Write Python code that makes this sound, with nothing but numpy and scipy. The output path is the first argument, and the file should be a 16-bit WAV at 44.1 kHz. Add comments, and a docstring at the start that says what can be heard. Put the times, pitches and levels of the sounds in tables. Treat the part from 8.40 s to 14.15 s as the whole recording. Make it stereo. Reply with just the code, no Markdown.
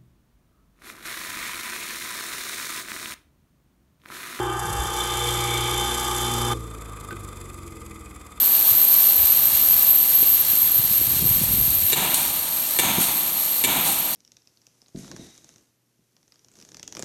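"""Corona discharge and air nailer in a factory hall

A corona treater runs in a large hall: random snaps along its electrode make the hiss, a swept tone with
overlapping reflections makes the generator's whine, and drifting sines over filtered noise make the motors' hum.
Air buffets the moving hand-held microphone, as filtered noise and short, steepened sine pulses, one a handling knock.
An air nailer fires three times into a crate: blows ring damped modes, decaying noise fills the hall,
and a puff of exhaust follows each shot."""
import sys
import numpy as np
from scipy import signal
from scipy.fft import rfft, irfft
from scipy.io import wavfile
from scipy.ndimage import uniform_filter1d, minimum_filter1d

SR = 44100
rng = np.random.default_rng(int(sys.argv[2]) if len(sys.argv) > 2 else 0)


def transcribe(u):
    """Save the signal u as a 16-bit wav file named by the first command-line argument.

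    u: samples, shape (n,) or (channels, n), limited to [-1, 1]; the rate is SR.
    q: integer samples, one column per channel.
    """
    v = np.clip(np.atleast_2d(u).T, -1, 1)
    q = np.round(v * 32767).astype(np.int16)
    wavfile.write(sys.argv[1], SR, q)


N = 253575
T = np.arange(N) / SR  # time_s
FREQ = np.maximum(np.fft.rfftfreq(2 * N, 1 / SR), 1)  # frequency_hz, padded to twice the length

# Whine level, balance and directness over time, with a sudden drop after the first shot;
# levels before an overall trim: time_s, level_db, left_minus_right_db, direct_over_reflected_db
WHINE_LEVEL = [(0, -17, -6, -14), (.7, -15.5, -2.5, -5), (1.2, -17.5, -7.5, -9), (1.5, -15, -4.5, -5),
               (1.85, -16.5, 1, 5), (2.3, -17.5, -3, -1), (2.65, -19, -1, 1), (3.05, -21, 0, 0.5),
               (3.51, -19, 1, -11), (3.55, -24.5, 1, 1), (4.4, -25, 0, -15), (5.1, -23, -3.5, -16),
               (5.75, -24, 2.5, -14)]
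# Middle of the generator's drifting sweep: time_s, centre_hz
SWEEP_CENTRE = [(1.3, 12295), (2.1, 12365), (4, 12330), (5.75, 12375)]
# How openly the spark gap faces the microphone: time_s, sizzle_level_db
GAP_FACING = [(0, -31), (.35, -29), (1.2, -27), (1.35, -27), (1.52, -32.5), (2.8, -32), (3.3, -34),
              (3.9, -33), (5.75, -33)]
# Relative spectra of the hiss and of the sizzle: frequency_hz, gain_db
HISS_SPECTRUM = [(300, 5), (1000, -8.5), (1600, 5.5), (2400, 6.5), (3100, 4), (4000, 1.5), (7000, 1),
                 (11000, 1.5), (16000, 4.5), (19000, -47)]
SIZZLE_SPECTRUM = [(500, -15), (1150, 9), (1400, 2.5), (1700, 9.5), (3500, -1), (5000, 5), (7500, 0.5),
                   (9000, -5), (10300, 1.5), (13000, 0), (16000, -12), (19000, -25)]
# Motors and blowers, levels before an overall trim: frequency_hz, level_db
MOTOR_TONES = [(226.1, -50), (301.5, -49.5), (452.2, -54), (532.9, -53), (630.5, -47.5), (720, -56.5),
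               (829.0, -47), (899.0, -53), (931.3, -47), (1200, -50), (1798, -53.5)]
# Motors and blowers as the microphone moves past them: time_s, gain_db
MOTOR_NEARNESS = [(0, 4.5), (1.4, 4), (2.0, 1), (3.2, 0.5), (4.2, 3), (5.75, 2)]
# Relative spectrum of the hall's rumble: frequency_hz, gain_db
RUMBLE_SPECTRUM = [(20, -38), (55, -12), (160, -10), (260, 3), (430, -6.5), (620, 2.5), (760, -2),
                   (900, 4.5), (1030, -5), (1190, 6), (1400, -3.5), (3000, -17), (8000, -50)]
# Relative spectrum of air on the ports: frequency_hz, gain_db
DRAUGHT_SPECTRUM = [(15, -40), (25, -23), (38, 1.5), (65, 1.5), (135, -1), (250, -16), (450, -31),
                    (900, -28), (3000, -70)]
# Single buffets of air and one handling knock (at 1.831 s), each with a nominal pitch:
# centre_s, level_db, left_minus_right_db, pitch_hz
THUDS = [(.32, -27, 18, 86.3), (.8, -24.5, 14, 65.6), (.84, -24, 17, 80.7), (1.826, -23.5, 17, 142),
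         (1.831, -19, 17, 476), (2.105, -26.5, 17, 104), (2.135, -23, 22, 198), (2.398, -18.5, 24, 112.4),
         (2.445, -24, 20, 148.5), (2.514, -20.5, 22, 150), (2.615, -22, 16, 329.3),
         (2.677, -23.5, 18, 124.5), (2.738, -23, -17, 118), (2.767, -19, 19, 204.5), (2.826, -13, 21, 138),
         (2.842, -17.5, 18, 219), (2.857, -14.5, 13, 125), (2.871, -22, 18, 365), (2.915, -15.5, 24, 114.5),
         (2.985, -20, 14, 170), (3.014, -21, 20, 620), (3.017, -12, 26, 193.8), (3.037, -13, 22, 109),
         (3.039, -20, 18, 415), (3.09, -23, 10, 94), (3.11, -19.5, -17, 132.3), (3.138, -13, -22, 108),
         (3.185, -19, 22, 131.2), (3.28, -16.5, 22, 159.5), (3.445, -21, 14, 103), (4.585, -7.5, 29, 199.4),
         (4.588, -17, 22, 421.7), (4.61, -14.5, 28, 173)]
# Nailer shots: start_s, hall_db, singing_air_db, exhaust_delay_s, exhaust_db, exhaust_rise_s, piston_tap_db
NAILER_SHOTS = [(3.523, -18, -38, 0.22, -20, 0.0017, -1.5), (4.387, -17, -27.5, 0.21, -19, 0.013, -22),
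                (5.237, -17, -37, 0.21, -19.5, 0.016, -20)]
# Blows of each shot, from trigger valve to seated nail: start_s, relative_level_db
NAILER_BLOWS = [(3.499, -27), (3.523, -20.5), (3.5307, -9.5), (3.537, -16.5), (4.365, -26), (4.3884, -12.5),
                (4.394, -15), (4.398, -13), (5.214, -30), (5.239, -15), (5.2434, -21.5), (5.2475, -10.5),
                (5.254, -27)]
# Modes of nailer body and crate board, struck at a new spot each time, relative levels:
# frequency_hz, width_hz, left_minus_right_db, first_shot_db, second_shot_db, third_shot_db
BODY_MODES = [(185, 270, 6, 5, 8, 7.5), (400, 114, 2, 15, 17.5, 17), (944, 100, 19, 5, 14.5, 11),
              (1270, 110, 11, 4, 3, 2), (1783, 120, -10, 12.5, 19, 15.5), (2303, 79, -3, 15, 19.5, 23.5),
              (2797, 105, -21, 9, 13, 15.5), (3603, 84, -23, 10, 15, 16.5), (3890, 88, -11, 9, -2, -6),
              (6350, 110, 4, 0, 11, 7), (7206, 55, 11, 15, 7, 12), (8000, 130, 4, 2, 10, 11)]
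# First slaps from crates and walls: delay_s, level_db
WALL_SLAPS = [(.042, -11), (.071, -18), (.113, -16.5)]
# Relative spectra of the hall's reverberation and of the exhaust: frequency_hz, gain_db
REVERB_SPECTRUM = [(50, -4), (100, -2.5), (160, 7.5), (235, 2.5), (300, 4), (420, -6), (540, -4),
                   (640, 1.5), (740, 5.5), (920, 8), (1180, 1), (1330, 4.5), (1500, 0), (2000, 2.5),
                   (2300, 4), (2650, 0), (3800, -4.5), (5300, -24), (6450, -8), (7200, -10), (16000, -21)]
EXHAUST_SPECTRUM = [(300, -41), (1500, 9.5), (3000, 9.5), (5000, 8), (8000, 10), (11000, 10.5),
                    (15800, 10.5), (19000, -13)]
# Cavity resonances of the two microphone ports: frequency_hz, left_db, right_db
PORT_RESPONSE = [(920, -5, -4.5), (1936, -8.5, -6.5), (3505, 0.5, 4.5), (4320, 6, 8), (4490, -0.5, 6),
                 (5030, -3, -6.5), (5470, 0.5, -0.5), (7960, 5.5, 4), (8600, 13, 1.5), (9070, 15.5, 7.5),
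                 (9990, 2.5, 1.5), (11960, 3.5, 5), (16300, -2, 0.5)]

HALL_T60_S, HALL_T60_HIGH_S = 1.83, 1


def undb(db):
    """Level: decibels become an amplitude ratio."""
    return 10 ** (np.asarray(db) / 20)


def unit(x):
    """Normalisation: the signal is scaled to rms 1."""
    return x / np.sqrt(np.mean(x ** 2))


def curves(rows):
    """Linear interpolation: each column of a table becomes a function of time."""
    s, *columns = np.transpose(rows)
    return [np.interp(T, s, c) for c in columns]


def place(db, pan_db):
    """Stereo level difference: left and right gains share a constant total power."""
    pair = undb(np.array([pan_db, -pan_db]).reshape(2, -1) / 2)
    return undb(db) * pair / np.sqrt(np.mean(pair ** 2, axis=0))


def shape(x, response):
    """Linear filtering: the spectrum is multiplied by a frequency response."""
    return irfft(rfft(x, 2 * N) * response)[..., :N]


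def colour(x, points):
    """Spectral colouring: gain in dB runs straight between points on a log frequency axis."""
    hz, db = np.transpose(points)
    return shape(x, undb(np.interp(np.log(FREQ), np.log(hz), db)))


def resonance(hz, width):
    """Damped resonance: the response of one mode peaks at hz with the given width."""
    return 1 / (1 + 1j * hz / width * (FREQ / hz - hz / FREQ))


def noise():
    """Incoherence: unrelated white noise at the two ports."""
    return rng.standard_normal((2, N))


def diffuse(alike_hz=950):
    """Diffuse field: long waves reach both ports largely alike, short waves independently."""
    likeness = .8 / (1 + (FREQ / alike_hz) ** 6)
    mid, side = shape(noise(), np.sqrt([1 + likeness, 1 - likeness]))
    return np.array([mid + side, mid - side]) / np.sqrt(2)


def walk(rate):
    """Random modulation: held random values, smoothed twice, wander with rms 1."""
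    k = max(int(SR / rate), 2)
    held = np.repeat(rng.standard_normal(N // k + 1), k)
    return unit(uniform_filter1d(uniform_filter1d(held, k), k)[:N])


def burst(start, rise_s, t60):
    """Exponential decay: an envelope rises and then falls by 60 dB in each t60."""
    age = np.maximum(T - start, 0)
    return (1 - np.exp(-age / rise_s)) * undb(-60 * np.minimum(age / t60, 4))


def whine(sweep_hz=44.28, swing_hz=210, uneven=.1, hunt_hz=38, flutter_db=1.0,
          shortest_path_s=.003, longest_path_s=.07, sway_s=.00003, count=12,
          skirt_db=-14, skirt_hz=300, trim_db=-0.8, dip_s=2.03, dip_width_s=.013, dip_db=-8):
    """Multipath interference: a swept tone and its delayed reflections overlap into a shimmer."""
    db, pan_db, direct_db = curves(WHINE_LEVEL)
    (centre_hz,) = curves(SWEEP_CENTRE)
    sweep_phase = 2 * np.pi * np.cumsum(sweep_hz * (1 + uneven * walk(25))) / SR
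    sweep = signal.sawtooth(sweep_phase, .5)  # triangle wave
    # the uneven spark load tugs at the pitch
    pitch_hz = centre_hz + swing_hz * sweep + hunt_hz * walk(400)
    phase = 2 * np.pi * np.cumsum(pitch_hz) / SR

    def path(delay_s):
        """Doppler effect: every sway of the hand changes the path length to each port."""
        sent = [np.abs(T - delay_s + sway_s * walk(12)) for _ in range(2)]
        return np.sin(np.interp(sent, T, phase)) * undb(flutter_db * np.interp(sent, T, sweep))

    spread = (np.arange(count) + .5 * rng.random(count)) / count
    delays_s = shortest_path_s + (longest_path_s - shortest_path_s) * spread
    reflected = unit(sum(path(delay_s) for delay_s in delays_s))
    direct = undb(direct_db) * unit(path(0))
    tone = (direct + reflected) / np.hypot(undb(direct_db), 1)
    # stray sparks spread a skirt around the tone
    skirt = unit(shape(noise(), 1 / np.hypot(1, (FREQ - centre_hz.mean()) / skirt_hz)))
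    # the whine dips briefly
    brief_dip_db = dip_db * np.exp(-((T - dip_s) / dip_width_s) ** 2)
    return (tone + undb(skirt_db) * skirt) * place(db + trim_db + brief_dip_db, pan_db)


def sparks(per_second, scatter_db):
    """Shot noise: dense tiny snaps of uneven size fall at random instants."""
    struck = rng.random((2, N)) < per_second / SR
    return struck * noise() * undb(scatter_db * rng.standard_normal((2, N)))


def discharge(flicker_db=0.5, surge_db=1.1, sizzle_pan_db=1.0,
              hiss_db=-27.5, drop_s=3.6, drop_length_s=0.25, drop_db=-2):
    """Corona discharge: random snaps sum to a hiss, with a sharper sizzle where the gap is in plain view."""
    (facing_db,) = curves(GAP_FACING)
    # the hiss drops slightly once, as if the recorder turned its gain down
    dropped = np.clip((T - drop_s) / drop_length_s, 0, 1)
    hiss = unit(colour(sparks(28000, 0.5), HISS_SPECTRUM)) * undb(hiss_db + drop_db * dropped)
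    sizzle = unit(colour(sparks(8000, 2.4), SIZZLE_SPECTRUM))
    sizzle = sizzle * place(facing_db + surge_db * walk(20), sizzle_pan_db)
    return (hiss + sizzle) * undb(flicker_db * walk(45))


def machinery(trim_db=-0.47, drift_hz=0.72, phase_wander_rad=0.24, rumble_db=-40.0, boom_hz=380):
    """Superposition: motor tones of drifting phase lie over a rumble whose bass is the same everywhere."""
    (near_db,) = curves(MOTOR_NEARNESS)
    rumble = unit(colour(diffuse(), RUMBLE_SPECTRUM)) * undb(rumble_db)
    boom = shape(rumble, 1 / (1 + (FREQ / boom_hz) ** 4))
    near = rumble - boom
    for hz, db in MOTOR_TONES:
        phase = 2 * np.pi * np.cumsum(hz + drift_hz * walk(4.954)) / SR
        # the phase wanders separately at each port in the hall's standing waves
        tones = [np.sin(phase + phase_wander_rad * walk(2.15)) for _ in range(2)]
        near = near + undb(db + trim_db) * np.array(tones)
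    return boom + near * undb(near_db)


def airflow(patchy_db=6, draught_db=-43.5, draught_pan_db=8, calm_s=3.4, calm_db_per_s=12,
            gust_db=-27.5, gust_pan_db=4.5, gust_full_s=2.82, gust_hold_s=0.47,
            rise_left_db_per_s=18, rise_right_db_per_s=88, fall_db_per_s=33):
    """Turbulent flow: strength at each port joins a patchy draught to a gust that swells, holds and fades."""
    # the draught weakens as the microphone leaves the moving air
    calm_db = calm_db_per_s * np.maximum(T - calm_s, 0)
    light = place(draught_db + patchy_db * np.tanh(walk(9.45)) - calm_db, draught_pan_db)
    # the sheltered right port catches the gust late and abruptly
    rise_db = np.outer([rise_left_db_per_s, rise_right_db_per_s], np.minimum(T - gust_full_s, 0))
    fall_db = fall_db_per_s * np.maximum(T - gust_full_s - gust_hold_s, 0)
    return np.hypot(light, place(gust_db + rise_db - fall_db, gust_pan_db))


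def draught(gust_db=4.0, strong_db=-27, tear_db=-9, tear_hz=220, tear_width_hz=280, tear_growth=0.34):
    """Eddy pressure: eddies push on each port separately; the strongest tear into a brighter flutter."""
    flow = airflow()
    gust = unit(undb(gust_db * np.tanh([walk(45), walk(45)])))
    rumble = unit(colour(noise(), DRAUGHT_SPECTRUM)) * gust
    tear = unit(shape(noise(), resonance(tear_hz, tear_width_hz) ** 2) * gust ** 2.0)
    # faster air sheds smaller eddies
    tear = tear * undb(tear_db) * np.minimum(flow / undb(strong_db), 1) ** tear_growth
    return (rumble + tear) * flow


def thuds(cycles=0.6, unsteady=0.251, steepen=0.44):
    """Wave steepening: each thud is a Gaussian pulse of a few swings with a steepened waveform."""
    out = 0
    for s, db, pan_db, hz in THUDS:
        near = np.abs(T - s) < .06
        age = T[near] - s
        wander = unit(uniform_filter1d(rng.standard_normal(N // 40), size=110))[:len(age)]
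        pitch_hz = hz * np.exp(unsteady * wander)
        phase = 2 * np.pi * (rng.random() + np.cumsum(pitch_hz) / SR)
        thud = np.zeros(N)
        thud[near] = np.sin(phase + steepen * np.sin(phase)) * np.exp(-.5 * (age * hz / cycles) ** 2)
        out = out + thud * place(db, pan_db)
    return out


def strikes(shot, knock_db=21, crack_db=-4, rattle_rise_s=0.00044, rattle_t60=0.074, rattle_db=-6):
    """Modal excitation: impulses and brief rattles ring tool and board; returns the ring and the bare crack."""
    blows = [(s, db) for s, db in NAILER_BLOWS if abs(s - NAILER_SHOTS[shot][0]) < .1]
    body = 0
    for k, (hz, width, pan_db, *db) in enumerate(BODY_MODES):
        # neighbouring modes have opposite signs
        body = body + (-1) ** k * place(db[shot], pan_db) * resonance(hz, width)
    body = body / np.sqrt(np.mean(np.abs(body) ** 2))
    knocks = sum(undb(db + knock_db) * (np.arange(N) == int(s * SR)) for s, db in blows)
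    rattle = diffuse() * sum(undb(db + rattle_db) * burst(s, rattle_rise_s, rattle_t60) for s, db in blows)
    blow = knocks + rattle
    return shape(blow, body), undb(crack_db) * blow


def reflections(x, per_second=260, first_s=0.039, t60=1.0, scatter_level_db=-4, dull_hz=4500):
    """Discrete echoes: first slaps, and scattered, duller echoes from crates and pillars."""
    arrivals = rng.random((2, N)) < per_second / SR
    paths = arrivals * np.sign(noise()) * burst(first_s, .002, t60)
    paths = paths * undb(scatter_level_db) / np.sqrt(np.sum(paths ** 2) / 2)
    scattered = shape(x, rfft(paths, 2 * N) / (1 + (FREQ / dull_hz) ** 6))
    slaps = sum(undb(db) * np.roll(x, int(delay_s * SR), axis=1) for delay_s, db in WALL_SLAPS)
    return scattered + slaps


def nailer(echo_delay_s=0.024, echo_rise_s=0.016, echo_pan_db=-0.66, damp_hz=4500, patchy_db=1.0,
           sing_hz=6450, sing_width_hz=480, sing_t60=1.0, sing_patchy_db=3.1,
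           exhaust_t60=0.39, exhaust_echo_db=-15, tap_rise_s=.002, tap_t60=0.011):
    """Impact and reverberation: each shot fills the hall; air sings in the tool; the piston taps home and vents."""
    # reflections arrive in clumps
    echo = unit(colour(diffuse(), REVERB_SPECTRUM) * undb(patchy_db * walk(90)))
    echo_low = shape(echo, 1 / (1 + (FREQ / damp_hz) ** 4))
    air = unit(colour(noise(), EXHAUST_SPECTRUM))
    sing = unit(shape(noise(), resonance(sing_hz, sing_width_hz) ** 2) * undb(sing_patchy_db * walk(45)))
    ring, crack = np.sum([strikes(shot) for shot in range(len(NAILER_SHOTS))], axis=0)
    out = ring + crack + reflections(ring)
    for s, hall_db, sing_db, wait_s, exhaust_db, rise_s, tap_db in NAILER_SHOTS:
        echo_s, vent_s = s + echo_delay_s, s + wait_s
        # the air of the hall swallows the treble first
        for band, t60 in ((echo_low, HALL_T60_S), (echo - echo_low, HALL_T60_HIGH_S)):
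            out = out + band * burst(echo_s, echo_rise_s, t60) * place(hall_db, echo_pan_db)
        out = out + sing * undb(sing_db) * burst(echo_s, echo_rise_s, sing_t60)
        vent = burst(vent_s, rise_s, exhaust_t60)
        vent = vent + undb(exhaust_echo_db) * burst(vent_s, echo_rise_s, HALL_T60_HIGH_S)
        tap = undb(tap_db) * burst(vent_s, tap_rise_s, tap_t60)
        out = out + air * (undb(exhaust_db) * vent + tap)
    return out


def scene():
    """Superposition: the pressures of all sources add at the microphone."""
    return whine() + discharge() + machinery() + draught() + thuds() + nailer()


def limiter(x, threshold_db=-14.0, hold_s=.024, release_s=0.044, deaf_hz=9500):
    """Gain control: loud sound below deaf_hz turns the level down at once; it holds, then recovers."""
    sensed = shape(x, FREQ < deaf_hz)
    power = uniform_filter1d(np.mean(sensed ** 2, axis=0), size=260)
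    over_db = np.maximum(10 * np.log10(np.maximum(power, 1e-9)) - threshold_db, 0)
    k = int(hold_s * SR)
    held_db = -minimum_filter1d(-over_db, k, origin=(k - 1) // 2)  # maximum over the past
    pole = np.exp(-1 / (release_s * SR))
    released_db = signal.lfilter([1 - pole], [1, -pole], held_db)
    return x * undb(-np.maximum(held_db, released_db))


def record(dry, low_cut_hz=38, top_hz=15900):
    """Transduction: port resonances, bass cut, limiter, full-scale clipping and top cut act in turn."""
    ports = np.array(PORT_RESPONSE)
    heard = np.array([colour(x, np.column_stack([ports[:, 0], db])) for x, db in zip(dry, ports.T[1:])])
    heard = signal.sosfilt(signal.butter(3, low_cut_hz, "highpass", fs=SR, output="sos"), heard)
    top_cut = signal.ellip(10, .1, 80, top_hz, fs=SR, output="sos")
    return signal.sosfilt(top_cut, np.clip(limiter(heard), -1, 1))


dry = scene()
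out = record(dry)
transcribe(out)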